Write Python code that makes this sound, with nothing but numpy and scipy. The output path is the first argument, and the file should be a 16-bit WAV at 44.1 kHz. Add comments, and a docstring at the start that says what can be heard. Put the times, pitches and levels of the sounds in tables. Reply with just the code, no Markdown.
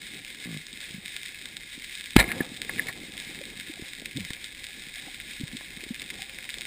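"""Over a reef, a diver fires a rubber-band speargun, heard by a camera in a sealed housing.
Snapping shrimp crackle all round as impulses ringing the housing; moving water is band-limited noise.
A pulse-train croak, a gliding groan and gulps made of swelling sines add low tones.
The shot is a decaying-sine thump that overloads, a noise crack, a modal rattle and struck-mode knocks.
The camera samples slowly and holds each value, which mirrors the sound into the treble."""
import sys
import numpy as np
from scipy import signal
from scipy.fft import rfft, irfft, next_fast_len
from scipy.io import wavfile
from scipy.ndimage import uniform_filter1d

SR = 44100
rng = np.random.default_rng(int(sys.argv[2]) if len(sys.argv) > 2 else 0)


def transcribe(signal):
    """Save signal, clipped to [-1, 1], as a 16-bit WAV file at the path in sys.argv[1]."""
    frames = np.atleast_2d(signal).T
    limited = np.clip(frames, -1, 1)
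    pcm = np.round(limited * 32767).astype(np.int16)
    wavfile.write(sys.argv[1], SR, pcm)


N = 293706
T = np.arange(N) / SR  # time [s]


def undb(db):
    """Amplitude gain of a level in dB, by the definition of the decibel."""
    return 10 ** (np.asarray(db) / 20)


def unit(x):
    """Normalization to an rms of 1."""
    return x / np.sqrt(np.mean(x ** 2))


def band(x, lo_hz, hi_hz, order=2):
    """Band limiting by a maximally flat (Butterworth) band-pass."""
    return signal.sosfilt(signal.butter(order, [lo_hz, hi_hz], "bandpass", fs=SR, output="sos"), x)


def ring(x, hz, width_hz):
    """Single resonance: a damped mode with gain 1 at its centre."""
    return signal.lfilter(*signal.iirpeak(hz, hz / width_hz, fs=SR), x)


def walk(rate):
    """Random modulation: Gaussian values, each held 1 / rate s, then smoothed twice."""
    hold = int(SR / rate)
    steps = np.repeat(rng.standard_normal(N // hold + 1), hold)
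    smooth = uniform_filter1d(uniform_filter1d(steps, hold), hold)
    return 1.105 * smooth[:N]


def add(out, s, sound):
    """Superposition: mix a short sound in at a time in s."""
    i = int(s * SR)
    out[i:i + len(sound)] += sound[:N - i]


def water():
    """Flow noise past the housing: lumpy churn, deep rumble and thin fizz, all following the stirring."""
    # how far the diver stirs the water, relative to calm: (time [s], level [dB])
    stirring = [(.2, 2.5), (.43, 2), (.52, 6.5), (.67, -0.5), (1.05, 3), (1.3, -0.5), (2.16, 0), (2.21, 29),
                (2.26, 14.5), (2.36, 19.5), (2.56, 4), (2.8, 14.5), (3.08, 6.5), (3.5, 5.5), (4.2, 2),
                (4.5, 0.5), (5.2, 2.5), (6.66, 4)]
    # resonances that make the fizz hollow: (frequency [Hz], width [Hz], level [dB])
    hollows = [(529, 31, 6), (752, 100, 0), (900, 2400, -8)]
    churn_db, rumble_db, fizz_db = -59, -62.5, -67  # in calm water
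    rumble_follows, fizz_follows = 0.28, 1.17  # dB for each dB of stirring
    rumble_grows_db_per_s = 0.7
    stir_db = np.interp(T, *np.transpose(stirring))

    churn = unit(ring(band(rng.standard_normal(N), 75, 355), 255, 366))
    churn *= undb(churn_db + stir_db + 3.07 * walk(30) + 1.6 * walk(9.9))

    rumble = unit(band(rng.standard_normal(N), 28, 56, order=1))
    rumble *= undb(rumble_db + rumble_grows_db_per_s * T + rumble_follows * stir_db + 1.7 * walk(13))

    hiss = band(rng.standard_normal(N), 340, 2630)
    fizz = unit(sum(undb(db) * ring(hiss, hz, width) for hz, width, db in hollows))
    fizz *= undb(fizz_db + fizz_follows * stir_db + 3.57 * walk(40))
    return churn + rumble + fizz


def housing(lower, upper, split_hz=2850):
    """Modal superposition: input rings the housing's modes, neighbours having opposite sign."""
    # modes of the camera housing: (frequency [Hz], width [Hz], relative level [dB])
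    modes = [(1015, 144, -24), (1439, 49, -11.5), (1677, 109, -4), (2125, 224, 0), (2542, 283, -2.5),
             (3253, 686, -5.5), (3764, 188, 1), (4122, 225, -8), (5070, 710, -10.5)]
    out = 0
    for k, (hz, width, db) in enumerate(modes):
        drive = lower if hz < split_hz else upper
        out = out + (-1) ** k * undb(db) * ring(drive, hz, width)
    return out


def shrimp():
    """Impulse excitation by collapsing bubbles: near snaps over a far crackle and its blurred wash."""
    # the loudest snaps: (time [s], peak level [dB], drive of upper modes minus lower modes [dB])
    loudest = [(0.145, -28, 9), (0.173, -30, -2), (0.2478, -23, -3), (0.3025, -26, 1), (0.3465, -27, -4),
               (0.573, -24.5, 5), (0.667, -27, 3), (0.729, -26.5, 11), (0.773, -25, -2), (0.8042, -27, 5),
               (1.0582, -22, -0.5), (1.0798, -23.5, -2), (1.1645, -16.5, 3), (1.2316, -21, 0),
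               (1.2596, -23.5, 2), (1.4141, -25.5, -3), (1.456, -21.5, 2), (1.5676, -19, 5),
               (1.8439, -22.5, 0), (1.9522, -24.5, -1), (2.009, -19, 1.5), (2.0405, -23.5, 3),
               (2.0583, -22.5, 1), (2.1062, -22.5, 3.5), (2.2894, -21, -16), (2.3231, -19.5, -5),
               (2.617, -14.5, 2), (2.648, -25.5, -1), (2.7355, -25, -3), (2.7602, -23, -8),
               (2.7797, -24, -7), (2.8696, -22, -3), (3.1694, -28, 6), (3.1779, -21, 1), (3.1999, -21, 1),
               (3.3888, -25, -4), (3.4145, -26, -1), (3.4373, -24.5, -4), (3.4537, -24.5, 3),
               (3.5746, -27, -3), (3.5985, -20.5, 0), (3.7373, -25, 0), (3.9334, -22, -1),
               (4.0576, -18, -2.5), (4.171, -20, 10), (4.2055, -21, -3), (4.2492, -22, 3), (4.304, -22, 4),
               (4.3331, -20.5, 3), (4.366, -28, -12), (4.4428, -20.5, 2.5), (4.6411, -21, 1),
               (4.667, -23, -2), (4.9583, -25.5, 4), (5.1439, -23, -1), (5.2004, -22.5, -5),
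               (5.4789, -24, 3), (5.5686, -20, 4), (5.838, -24, -1), (5.9442, -23, -1), (5.9964, -22.5, -2),
               (6.0185, -20.5, 2), (6.1018, -21.5, -1), (6.22, -17.5, 1), (6.295, -23, -3),
               (6.386, -22, -5), (6.491, -20.5, -13), (6.4981, -21.5, -3), (6.5037, -21.5, 4),
               (6.541, -19.5, 0), (6.584, -24, 10), (6.6091, -20.5, -2), (6.6174, -19, -1),
               (6.6522, -21.5, -4)]
    surface_lag_s, near_echo_db = .0083, -13  # the surface sends each snap back inverted
    far_db, far_drift_db = -42, -0.02  # crackle of the whole reef
    s, db, tilt_db = np.transpose(loudest)
    lag = int(surface_lag_s * SR)

    # a little fizz around each collapse, the collapse itself at sample 50
    fizz_skirt = np.exp(-np.abs(T[:900] - T[50]) / .0004)
    bursts = .1 * rng.standard_normal((len(s), 900)) * fizz_skirt
    bursts[:, 50] = 1
    half_tilt = undb(tilt_db / 2)[:, None]
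    snaps = housing(bursts / half_tilt, bursts * half_tilt)
    near = np.zeros(N)
    for at, level, snap in zip(s - T[50], db, snaps):
        add(near, at, undb(level) * snap / np.abs(snap).max())
    near[lag:] -= undb(near_echo_db) * near[:-lag]

    size = undb(np.minimum(4.5 * rng.exponential(size=N), 19.))
    happens = rng.random(N) < .02  # chance per sample
    clicks = size * happens * np.sign(rng.standard_normal(N))
    tilt = undb(1.6 * rng.standard_normal(N))
    flurries = undb(0.56 * walk(14))  # colonies snap in flurries
    crackle = np.array([clicks / tilt, clicks * tilt]) * flurries
    crackle[:, lag:] -= 0.26 * crackle[:, :-lag]

    wash = rng.standard_normal(N) * undb(3.0 * walk(25))
    far = unit(housing(*crackle)) + unit(housing(wash, wash))
    return near + undb(far_db + far_drift_db * walk(2.88)) * unit(far)


def croak():
    """Pulse-train excitation: uneven pulses ring a low cavity with weak upper resonances."""
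    span_s = (.457, .578)
    # from start to end of the span: pulses per s, cavity Hz, pulse level dB ahead of the band-pass
    rates, cavity_hz, levels_db = (60, 47), (173, 148), (-33, -31)
    out = np.zeros(N)
    at, t = span_s[0], T[:2500]
    for stretch, scatter in rng.standard_normal((30, 2)):
        if at < span_s[1]:
            f = np.interp(at, span_s, cavity_hz)
            pulse = np.exp(-t / 0.013) * np.sin(2 * np.pi * f * t)
            pulse += 1.02 * np.exp(-t / 0.0064) * np.sin(2 * np.pi * 1.44 * f * t)
            pulse += 0.063 * np.exp(-t / 0.0034) * np.sin(2 * np.pi * 520 * t)
            pulse += 0.13 * np.exp(-t / .003) * np.sin(2 * np.pi * 1100 * t)
            add(out, at, undb(np.interp(at, span_s, levels_db) + 0.62 * scatter) * pulse)
            at += (1 + 0.017 * stretch) / np.interp(at, span_s, rates)
    return band(out, 137, 2000)


def groan():
    """Harmonic series: three partials share one gliding phase, the integral of the pitch."""
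    # glide: (time [s], pitch [Hz], level of first partial [dB], second partial minus first [dB])
    glide = [(4.143, 105, -55, -6), (4.158, 122, -33.5, -1), (4.168, 133, -34, 4.5),
             (4.181, 151, -30, -1.5), (4.188, 109, -50, 7), (4.206, 98.6, -37.5, 6.5), (4.235, 87, -47, 1),
             (4.265, 80.4, -52, 9)]
    s, hz, db, second_db = np.transpose(glide)
    turn = 2 * np.pi * np.cumsum(np.interp(T, s, hz)) / SR
    upper = np.sin(2 * turn) + 0.089 * np.sin(3 * turn)
    tone = np.sin(turn) + undb(np.interp(T, s, second_db)) * upper
    return undb(np.interp(T, s, db, left=-120, right=-120)) * tone


def gulps(rows):
    """Enveloped oscillation: each gulp is a few cycles that swell and fade, rising a little in pitch."""
    out, t = np.zeros(N), T[:4000]
    for (s, db, hz, rise_ms), turn in zip(rows, rng.random(len(rows))):
        u = t * 1000 / rise_ms  # the swell peaks at u = 1
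        swell = (u * np.exp(1 - u)) ** 1.5
        cycles = hz * t * (0.95 + 0.014 * u) + turn
        add(out, s - rise_ms / 1000, undb(db) * swell * np.sin(2 * np.pi * cycles))
    return out


def wake(count=40):
    """Random scatter: rows of small gulps spread over the seconds after the shot."""
    start_s, end_s = 2.24, 3.65
    level_db, scatter_db, pitch_hz, rise_ms = -42.5, 3.5, 240, 2.64
    shift, level, pitch, rise = rng.standard_normal((count, 4)).T
    part = np.clip((np.arange(count) + shift) / count, 0, 1)
    return np.transpose([start_s + part * (end_s - start_s), level_db + scatter_db * level,
                         pitch_hz * 2 ** (.4 * pitch), rise_ms * 2 ** (.6 * rise)])


def gun_modes(x, struck_hz, spread, damping=6.0):
    """Modal superposition: the gun's modes, strongest near the part struck; water damps them."""
    # modes of the gun: (frequency [Hz], relative level [dB], t60 before the water's damping [s])
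    modes = [(526, -14.5, 0.059), (717, -7.5, 0.053), (1088, -9, 0.15), (1403, -8, 0.31), (1687, 0, 0.17),
             (1906, -9, 0.086), (2105, -8, 0.15), (2114, 2, 0.064), (2367, -11, 0.31), (2700, -20, 0.44),
             (3170, -29, 0.081), (3900, -7, 0.019), (5100, -18, 0.096), (6050, -58.5, 0.12)]
    out = 0
    for k, (hz, db, t60) in enumerate(modes):
        octaves = np.log2(hz / struck_hz)
        gain = undb(db - 6 * (octaves / spread) ** 2)
        width_hz = damping * np.log(1000) / np.pi / t60  # faster decay means a wider resonance
        out = out + (-1) ** k * gain * ring(x, hz, width_hz)
    return out


def thump():
    """Damped oscillation: recoil as sines that hold for 0.71 of a cycle, then decay."""
    # parts of the recoil: (time [s], peak level [dB], frequency [Hz], t60 [s])
    parts = [(2.1584, -21.5, 212, 0.016), (2.1638, 4, 266, 0.0088), (2.169, -18, 50, 0.2),
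             (2.178, -17.5, 106, 0.037), (2.189, -22.5, 535, 0.063)]
    out, t = np.zeros(N), T[:8820]
    for s, db, hz, t60 in parts:
        decay = np.exp(-np.log(1000) * np.maximum(t - 0.71 / hz, 0) / t60)
        add(out, s, -undb(db) * decay * np.sin(2 * np.pi * hz * t))
    return out


def knocks():
    """Impact excitation: a brief noisy contact rings the gun's modes around the part struck."""
    # knocks and scrapes on the gun: (time [s], peak level [dB], frequency of the part struck [Hz],
    # spread [octaves], decay time of the contact [ms])
    strikes = [(2.1906, -13.5, 2200, 0.4, 2.1), (2.1976, -13, 1500, 1.2, 1.2),
               (2.2026, -9, 2080, 0.56, 1.8), (2.21, -11, 2300, 0.27, 0.87), (2.227, -19, 2360, 0.56, 2.5),
               (2.241, -21.5, 2300, 0.44, 2.3), (2.305, -27, 1680, 0.22, 21),
               (2.317, -14, 2060, 0.51, 0.28), (2.4027, -19, 1500, 0.34, 3.3),
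               (2.694, -18, 1170, 0.85, 1.9), (2.785, -22.5, 2080, 0.6, 3.5),
               (2.7943, -11.5, 1970, 0.3, 0.97), (2.884, -21.5, 1500, 1.2, 14),
               (4.02, -41.5, 557, 0.22, .4), (4.305, -26, 686, 1.45, 0.38), (5.609, -33, 1100, 1.2, 0.36)]
    out, t = np.zeros(N), T[:8820]
    for s, db, hz, spread, contact_ms in strikes:
        contact = rng.standard_normal(len(t)) * np.exp(-t * 1000 / contact_ms)
        contact[0] += 4.  # the first touch is the hardest
        knock = band(gun_modes(contact, hz, spread), hz / 4 ** spread, hz * 4 ** spread)
        add(out, s, undb(db) * knock / np.abs(knock).max())
    return out


def crack():
    """Exponential decay of noise: the release cracks twice, both dying at the same rate."""
    # trigger, then bands: (time [s], starting level [dB])
    releases = [(2.1632, -8.5), (2.1652, -4)]
    fall_db_per_s = 4000
    noise = rng.standard_normal(N)
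    colour = unit(ring(noise, 2110, 660)) + 0.2 * unit(band(noise, 500, 5800))
    envelope = sum(undb(db - fall_db_per_s * np.maximum(T - s, 0)) * (T >= s) for s, db in releases)
    return envelope * unit(colour)


def rattle():
    """Random excitation of modes: chatter rings the gun, with thrashed water, as the shaft leaves."""
    # the shaft and bands leaving the barrel: (time [s], level [dB])
    course = [(2.167, -26), (2.178, -32), (2.19, -18), (2.197, -12.5), (2.21, -21), (2.217, -27),
              (2.245, -41), (2.3, -39), (2.45, -69)]
    chatter = rng.standard_normal(N) * undb(2. * walk(450))
    modes = unit(gun_modes(chatter, 1600, 2.2, damping=3.5))
    thrashed_water = .3 * unit(band(chatter, 1500, 5200))
    s, db = np.transpose(course)
    return undb(np.interp(T, s, db, left=-120, right=-120)) * unit(modes + thrashed_water)


def gun():
    """Superposition of the shot: recoil thump, crack, rattle of the leaving shaft, and knocks."""
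    return thump() + knocks() + crack() + rattle()


def scene():
    """Superposition of all sources at two close capsules that differ a little in the deep bass."""
    # gulps of water and bubbles of trapped air:
    # (time of the peak [s], peak level [dB], nominal pitch [Hz], rise [ms])
    gulp_rows = [(0.734, -42, 227, 5.3), (0.908, -33, 170, 1.4), (0.947, -31, 191, 5), (0.965, -39, 180, 4),
                 (0.985, -35, 190, 5), (1.779, -37, 263, 2.6), (2.283, -30, 190, 2),
                 (2.312, -28.5, 200, 1.7), (2.407, -13.5, 280, 1.67), (2.418, -25.5, 209, 3),
                 (2.809, -35, 322, 2.4), (2.861, -37.5, 450, 2.5), (2.891, -35, 147, 3.1),
                 (3.037, -34, 302, 0.86), (3.096, -38.5, 268, 1.8), (3.7, -32.5, 310, 5),
                 (3.775, -45, 694, 2.6), (3.797, -32, 320, 2.5), (3.824, -27.5, 180, 1.1),
                 (4.022, -36, 240, 2.1), (4.186, -37.5, 457, 2.2), (4.307, -25.5, 180, 1.1),
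                 (4.872, -38.5, 220, 2.5), (4.97, -50, 720, 3.5), (5.074, -39.5, 298, 4.1),
                 (5.083, -42.5, 780, 4), (5.402, -32, 180, 3), (5.413, -27, 261, 4.1),
                 (5.437, -23.5, 140, 3.8), (5.535, -31, 215, 3.3), (5.551, -31, 252, 3.9),
                 (5.611, -35, 140, 0.87), (5.773, -34, 195, 2.6), (5.836, -35, 342, 2.1),
                 (5.866, -34.5, 302, 1.7), (5.91, -24, 230, 4.7), (6.024, -34, 230, 0.77),
                 (6.195, -43, 780, 4.3), (6.225, -48.5, 780, 11), (6.575, -40, 300, 1.6)]
    mono = water() + shrimp() + croak() + groan() + gulps(gulp_rows) + gulps(wake()) + gun()
    side = undb(-30.0) * band(mono, 32, 58, order=1)
    return np.array([mono - side, mono + side])


def record(dry):
    """Overload, then sample and hold: images mirror about the sampling rate under a sinc slope."""
    hold_hz, soft_hz, top_hz = 12000, 15300, 16468
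    size = next_fast_len(N)
    hz = np.arange(size // 2 + 1) * SR / size
    loud = np.clip(dry, -.82, .82)
    base = signal.sosfilt(signal.ellip(8, .2, 60, .495 * hold_hz, fs=SR, output="sos"), loud)
    sampled = base * (1 + 2 * np.cos(2 * np.pi * hold_hz * T))  # only the first pair of images
    held = irfft(rfft(sampled, size) * np.sinc(hz / hold_hz), size)[:, :N]
    # a partial cut of the treble, then a steep one
    held = signal.sosfilt(signal.ellip(10, .2, 33, soft_hz, fs=SR, output="sos"), held)
    return signal.sosfilt(signal.ellip(10, .2, 80, top_hz, fs=SR, output="sos"), held)


dry = scene()
out = record(dry)
transcribe(out)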